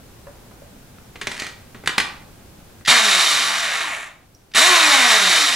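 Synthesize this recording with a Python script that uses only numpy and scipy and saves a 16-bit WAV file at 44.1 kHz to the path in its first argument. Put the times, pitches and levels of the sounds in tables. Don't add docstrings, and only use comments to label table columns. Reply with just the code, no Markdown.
import sys
import numpy as np
from scipy import signal
from scipy.fft import rfft, irfft
from scipy.io import wavfile
from scipy.ndimage import uniform_filter1d

SR = 44100
rng = np.random.default_rng(int(sys.argv[2]) if len(sys.argv) > 2 else 0)


def undo_db(level):
    steps = np.asarray(level, float) / 20
    return 10 ** steps


def output_pcm(signal):
    pcm = np.clip(np.atleast_2d(signal).T, -1, 1) * 32767
    wavfile.write(sys.argv[1], SR, np.round(pcm).astype(np.int16))


N = 245063

# f/Hz, level/dB
SHELL = [(59, -22), (100, -13), (231, -2.5), (279, -9.5), (407, -3), (443, -9), (674, -9), (983, -5.5),
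         (2050, 0), (3180, -4.5), (4350, -6.5), (5040, -9.5), (7200, -11), (9660, -16), (15000, -38.5)]
# f/Hz, width/Hz, level above the broad colour/dB
RING = [(1160, 200, 1), (1920, 200, 3), (2410, 260, 2.5), (2800, 160, 1.5), (3560, 200, 1.5),
        (4250, 260, 4.5), (9400, 300, 2)]


def evened(x):
    return x / np.sqrt(np.mean(x ** 2) + 1e-20)


def read(points, hz):
    f, value = np.transpose(points)
    return np.interp(np.log(hz + 1), np.log(f + 1), value)


def add(mix, s, sound):
    part = mix[round(s * SR):][:len(sound)]
    part += sound[:len(part)]


def coloured(x, colour, modes):
    hz = np.fft.rfftfreq(8192, 1 / SR)
    broad_db = np.maximum(read(colour, hz), -90)
    db = broad_db + sum(d / (1 + (2 * (hz - f) / w) ** 2) for f, w, d in modes)
    log_gain = np.log(undo_db(np.r_[db, db[-2:0:-1]]))
    taps = np.fft.ifft(np.exp(np.conj(signal.hilbert(log_gain)))).real[:4096]
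    return signal.oaconvolve(x, taps)[:len(x)]


def grains(per_s, spread_db):
    chance, size, sign = rng.random((len(per_s), 3)).T
    height = undo_db(-spread_db * np.log(1 - .99 * size))
    return (chance < per_s / SR) * height * np.sign(sign - .5)


def flutter(size, span):
    smooth = uniform_filter1d(rng.standard_normal(size), int(span))
    return evened(uniform_filter1d(smooth, int(span)))


def air():
    # f/Hz, level/dB
    air_colour = [(12, -36.5), (20, -3.5), (110, -3.5), (284, -9), (603, -14.5), (843, -16), (942, -19.5),
                  (1390, -20.5), (1600, -19.5), (1740, -23), (15800, -30)]
    # f/Hz, correlation
    likeness = [(60, 0.89), (180, 0.91), (550, 0.37), (1650, 0.32), (4970, 0.03), (15000, 0.02)]
    frames, hz = N // 512 + 5, np.fft.rfftfreq(2048, 1 / SR)
    a, b, c, d = rng.standard_normal((frames, 1025, 4)).T
    same = np.clip(read(likeness, hz), -1, 1)[:, None]
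    left = a + 1j * b
    right = same * left + np.sqrt(1 - same ** 2) * (c + 1j * d)
    z = np.array([left, right]) * undo_db(read(air_colour, hz))[:, None]
    noise = signal.istft(z, nperseg=2048, noverlap=1536)[1][:, :N]
    return undo_db(-45) * evened(noise)


def tick(hz, t60, noise_share):
    t, noise_share = np.arange(SR // 8) / SR, np.clip(noise_share, 0, 1)
    shape = undo_db(-60 * t / t60) * np.minimum(t / 0.0027, 1)
    broad = signal.iirpeak(1.9 * hz, 1.2, SR)
    knock = signal.lfilter(*broad, rng.standard_normal(len(t)))
    knock = evened(signal.lfilter(*broad, knock))
    tone = np.sin(2 * np.pi * hz * t) * undo_db(5.0 * flutter(len(t), 2 * SR / hz))
    ring = shape * ((1 - noise_share) * tone + noise_share * knock)
    return ring / abs(ring).max()


def garage(x):
    # f/Hz, t60/s
    room_decay = [(250, 0.38), (700, 0.66), (1800, 0.44), (4600, 0.44), (10000, 0.3)]
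    taps = np.zeros((6, SR))
    at = np.arange(200, SR - 20, 20) + rng.integers(0, 20, (6, (SR - 201) // 20))
    np.put_along_axis(taps, at, rng.choice([-1., 1.], at.shape), 1)
    taps = taps.reshape(3, 2, SR)
    taps = taps + 0.39 * taps[:, ::-1]
    hz, t, z = signal.stft(taps, SR, nperseg=256)
    tails = signal.istft(z * undo_db(-60 * t / read(room_decay, hz)[:, None]), SR, nperseg=256)[1]
    tails = tails / np.linalg.norm(tails[0, 0])
    turn = np.arange(N) / SR / .2 + np.arange(3)[:, None] / 3
    feeds = np.sqrt(2 / 3) * np.sin(np.pi * turn) * x
    return signal.fftconvolve(feeds[:, None], tails, axes=2).sum(0)[:, :N]


def microphone(heard):
    # f/Hz, level/dB
    port_lean = [(60, -1.0), (150, -1.5), (380, -2.0), (950, 1.5), (2380, -1.0), (5980, -1.0), (15000, 0.0)]
    # f/Hz, phase by which left leads/rad
    port_lead = [(250, 0.1), (600, 0.78), (850, 0.11), (1120, -1.2), (1600, -0.37)]
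    hz = np.fft.rfftfreq(N, 1 / SR)
    level = undo_db(np.outer([.5, -.5], read(port_lean, hz)))
    phase = np.exp(1j * np.outer([.5, -.5], read(port_lead, hz)))
    return irfft(rfft(heard) * level * phase, N)


def shell(bright_db, t60):
    t = np.arange(SR // 6) / SR
    decay = undo_db(-60 * t / t60) + 0.54 * undo_db(-60 * t / 0.0019)
    jolt = rng.standard_normal(len(t)) * decay * np.minimum(t / .0011, 1)
    tilted = [(hz, db + bright_db * np.log2(hz / 2400)) for hz, db in SHELL]
    blow = coloured(jolt, tilted, RING)
    return blow / abs(blow).max()


def drag(length, top_db):
    t = np.arange(0, length, 1 / SR)
    grit = coloured(grains(np.full(len(t), 1500.), spread_db=3.0), SHELL, RING)
    return undo_db(top_db) * evened(grit) * np.sin(np.pi * t / length) ** .8


def shaft_speed(t, on, rest):
    free_hz, spin_up_s = 410, .058
    bearing_hz_per_s, windage_per_hz = 178.4, .001975
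    pull = free_hz * (1 - np.exp(-(t - on) / spin_up_s))
    left = np.clip(np.sqrt(bearing_hz_per_s * windage_per_hz) * (rest - t), 0, 1.5)
    coast = np.sqrt(bearing_hz_per_s / windage_per_hz) * np.tan(left)
    return np.minimum(pull, coast), pull < coast


def surge(t):
    # t/s, level/dB, fade/s
    catches = [(2.882, 5.5, .01), (2.91, 4.5, .02), (2.94, 3, .015), (3.92, 3, .02), (4.585, 3.5, .02),
               (4.94, 1, .04), (5.11, 3.5, .04), (5.32, 2.5, .08)]
    rise_s = .008
    return sum(db * np.exp(np.minimum((t - s) / rise_s, (s - t) / fade)) for s, db, fade in catches)


def rattle_levels(t, shaft_hz, powered, level_db):
    # shaft f/Hz, gear clatter level/dB, brush hiss level/dB, brush fizz level/dB
    by_speed = [(0, -43, -54, -56), (12.1, -30.5, -46, -40), (40, -25, -33, -36), (87.5, -23.5, -26.5, -32),
                (150, -22, -19.5, -25.5), (250, -19.5, -21, -26.5), (370, -18.5, -21, -25)]
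    # clatter level/dB, hiss level/dB, fizz level/dB
    load_lift = (0, 2.5, 2)
    surge_share = (1.0, .6, 0.7)
    current = uniform_filter1d(powered * 1., size=1200)
    coasting_hz = np.where(powered, shaft_hz.max(), shaft_hz)
    speed, *columns = np.transpose(by_speed)
    return [level_db + read(np.c_[speed, column], coasting_hz) + load_db * current + share * surge(t)
            for column, load_db, share in zip(columns, load_lift, surge_share)]


def rattle(shaft_hz, turns, levels_db):
    # f/Hz, level/dB
    clatter_colour = [(88, -50), (150, -22), (231, -17.5), (333, -20.5), (512, -13.5), (665, -5.5),
                      (933, -5.5), (1140, 2.5), (1230, 0.5), (2240, 0.5), (3400, -9.5), (4420, -21),
                      (7480, -120)]
    hiss_colour = [(1820, -40.5), (3100, -1), (3400, -10), (3590, 3.5), (3780, 1), (4920, -7.5), (5890, -5),
                   (6600, -31), (8580, -34.5), (14500, -120)]
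    fizz_colour = [(3710, -28), (6300, -3.5), (7320, 3), (8340, -4.5), (11000, -8), (11700, -12),
                   (12700, -23), (13700, -23.5), (15800, -34.5)]
    # f/Hz, width/Hz, level above the broad colour/dB
    housing_modes = [(668, 30, 3.5), (1162, 4.8, 5.5), (1426, 50, -0.5), (1737, 43, 2.5), (1790, 110, 1),
                     (1926, 140, 3.5), (2210, 96, 4), (2413, 57, 5.5), (2522, 99, 1), (2860, 140, 1.5),
                     (3685, 127, 1.5), (3840, 120, 3.5), (4420, 100, 4.5), (6030, 170, 3.5),
                     (7380, 300, -4)]
    wobble = 1 + 0.1 * np.cos(2 * np.pi * turns)
    bar_pulses = 1 + .4 * np.cos(2 * np.pi * 8 * turns)
    jolts = evened(grains(600 + 6 * shaft_hz, spread_db=2.0))
    noise = np.zeros(len(turns))
    for db, colour in zip(levels_db, (clatter_colour, hiss_colour, fizz_colour)):
        clicks = evened(grains(3000 + 40 * shaft_hz, spread_db=2.0)) * bar_pulses
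        noise += undo_db(db) * evened(coloured((0.61 * jolts + clicks) * wobble, colour, housing_modes))
    return noise * undo_db(0.87 * flutter(len(turns), 700))


def shaft_whine(shaft_hz, turns):
    orders = [1, 2, 3, 4, 5, 8, 16, 24]
    # level against the clatter/dB, level gained per octave of speed/dB
    order_levels = [(-13, 2.5), (-16, 3), (-17.5, 7), (-18.5, 11.5), (-25, 8.5), (-14, 3), (-25.5, 3),
                    (-15.5, 0.5)]
    # f/Hz, level/dB
    radiated = [(60, -49.5), (120, -16), (165, -14.5), (200, -2.5), (260, -3), (300, -2), (345, -5),
                (375, -0.5), (430, -0.5), (540, -4), (660, 7.5), (800, 3.5), (950, 3.5), (1140, 11),
                (1400, 0), (2500, 3.5), (6000, -18.5)]
    octaves = np.log2(np.maximum(shaft_hz, 10) / 250)
    tones = np.zeros(len(turns))
    for k, (db, slope_db) in zip(orders, order_levels):
        waver_db = 2.6 * flutter(len(turns), 1400)
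        tone_db = db + slope_db * octaves + read(radiated, k * shaft_hz) + waver_db
        tones += undo_db(tone_db) * np.sin(2 * np.pi * k * turns)
    return tones


def motor(on, bite, rest, level_db):
    t = np.arange(bite, min(rest + .04, N / SR), 1 / SR)
    shaft_hz, powered = shaft_speed(t, on, rest)
    turns = np.cumsum(shaft_hz) / SR
    levels_db = rattle_levels(t, shaft_hz, powered, level_db)
    bite_s = .008
    ends = np.clip((t - bite) / bite_s, 0, 1) * np.clip((rest + 0.043 - t) / 0.046, 0, 1)
    running = np.clip((t - bite) / 0.042, 0, 1) * np.clip((rest - t) / 0.05, 0, 1)
    clatter_gain = undo_db(uniform_filter1d(levels_db[0], 4000))
    return rattle(shaft_hz, turns, levels_db) * ends, shaft_whine(shaft_hz, turns) * running * clatter_gain


def scene():
    # t/s, relative peak level/dB, ring f/Hz, t60/s, noise share/0-1
    hand_ticks = [(0.268, -39, 566, 0.089, 0.34), (0.51, -49, 580, 0.043, 0.6),
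                  (0.619, -41.5, 570, 0.072, 0.32), (0.983, -45, 1290, 0.033, 0.5),
                  (2.808, -48, 840, .03, 0.7), (2.849, -24, 1890, .036, 0.7),
                  (2.858, -17.5, 1945, 0.039, 0.53), (4.346, -39.5, 5670, .03, 0.2),
                  (4.515, -42, 1500, 0.03, .8), (4.537, -21.5, 1800, 0.037, 0.6)]
    # t/s, relative peak level/dB, brightness/dB per octave, t60/s
    floor_knocks = [(1.156, -34.5, -3.5, 0.067), (1.213, -24, -0.5, 0.078), (1.27, -15, -1, 0.045),
                    (1.315, -25, 0, 0.04), (1.397, -24.5, 2.5, 0.05), (1.42, -22, -2.5, 0.019),
                    (1.445, -32, -1.5, 0.028), (1.466, -28, 0.5, 0.04), (1.746, -37, -4.5, 0.12),
                    (1.836, -35, -6, 0.088), (1.859, -26.5, 0.5, 0.059), (1.874, -8.5, 0, 0.025),
                    (1.892, -24, -1.5, 0.045), (1.98, -9.5, -1, 0.04), (2, -14.5, -0.5, 0.044),
                    (2.872, -18, 2, 0.03), (2.88, -16, -2.5, 0.038), (4.546, -14.5, -2, 0.0414)]
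    # start t/s, length/s, relative top level/dB
    floor_drags = [(1.279, 0.24, -41.5)]
    # power on t/s, pinion bites t/s, rotor at rest t/s
    presses = [(2.866, 2.872, 4.085), (4.542, 4.545, 6.195)]
    press_levels = [-0.5, 2]
    near, tones = np.zeros((2, N))
    for s, db, *ring in hand_ticks:
        add(near, s, undo_db(db) * tick(*ring))
    for s, db, bright_db, t60 in floor_knocks:
        add(near, s, undo_db(db) * shell(bright_db, t60))
    for s, length, top_db in floor_drags:
        add(near, s, drag(length, top_db))
    for (on, bite, rest), level_db in zip(presses, press_levels):
        rattling, whine = motor(on, bite, rest, level_db)
        add(near, bite, rattling)
        add(tones, bite, whine)
    room = undo_db(-5.5) * garage(near + 0.89 * tones)
    return undo_db(7.5) * microphone(near + tones + room) + air()


def top_cut(x):
    return signal.sosfilt(signal.butter(12, 15980, fs=SR, output="sos"), x)


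def record(dry):
    power_db = 10 * np.log10(abs(uniform_filter1d((dry ** 2).mean(0), 5000)) + 1e-12)
    fall = np.arange(N) * 0.84 / SR
    held_db = np.maximum.accumulate(power_db + fall) - fall
    over_db = np.maximum(held_db + 18.5, 0)
    levelled = dry / undo_db(0.53 * over_db)
    edge = signal.firwin(255, 15900, fs=SR)[None]
    mix = signal.oaconvolve(np.clip(levelled, -1, 1), edge, "same")
    return top_cut(mix)


dry = scene()
out = record(dry)
output_pcm(out)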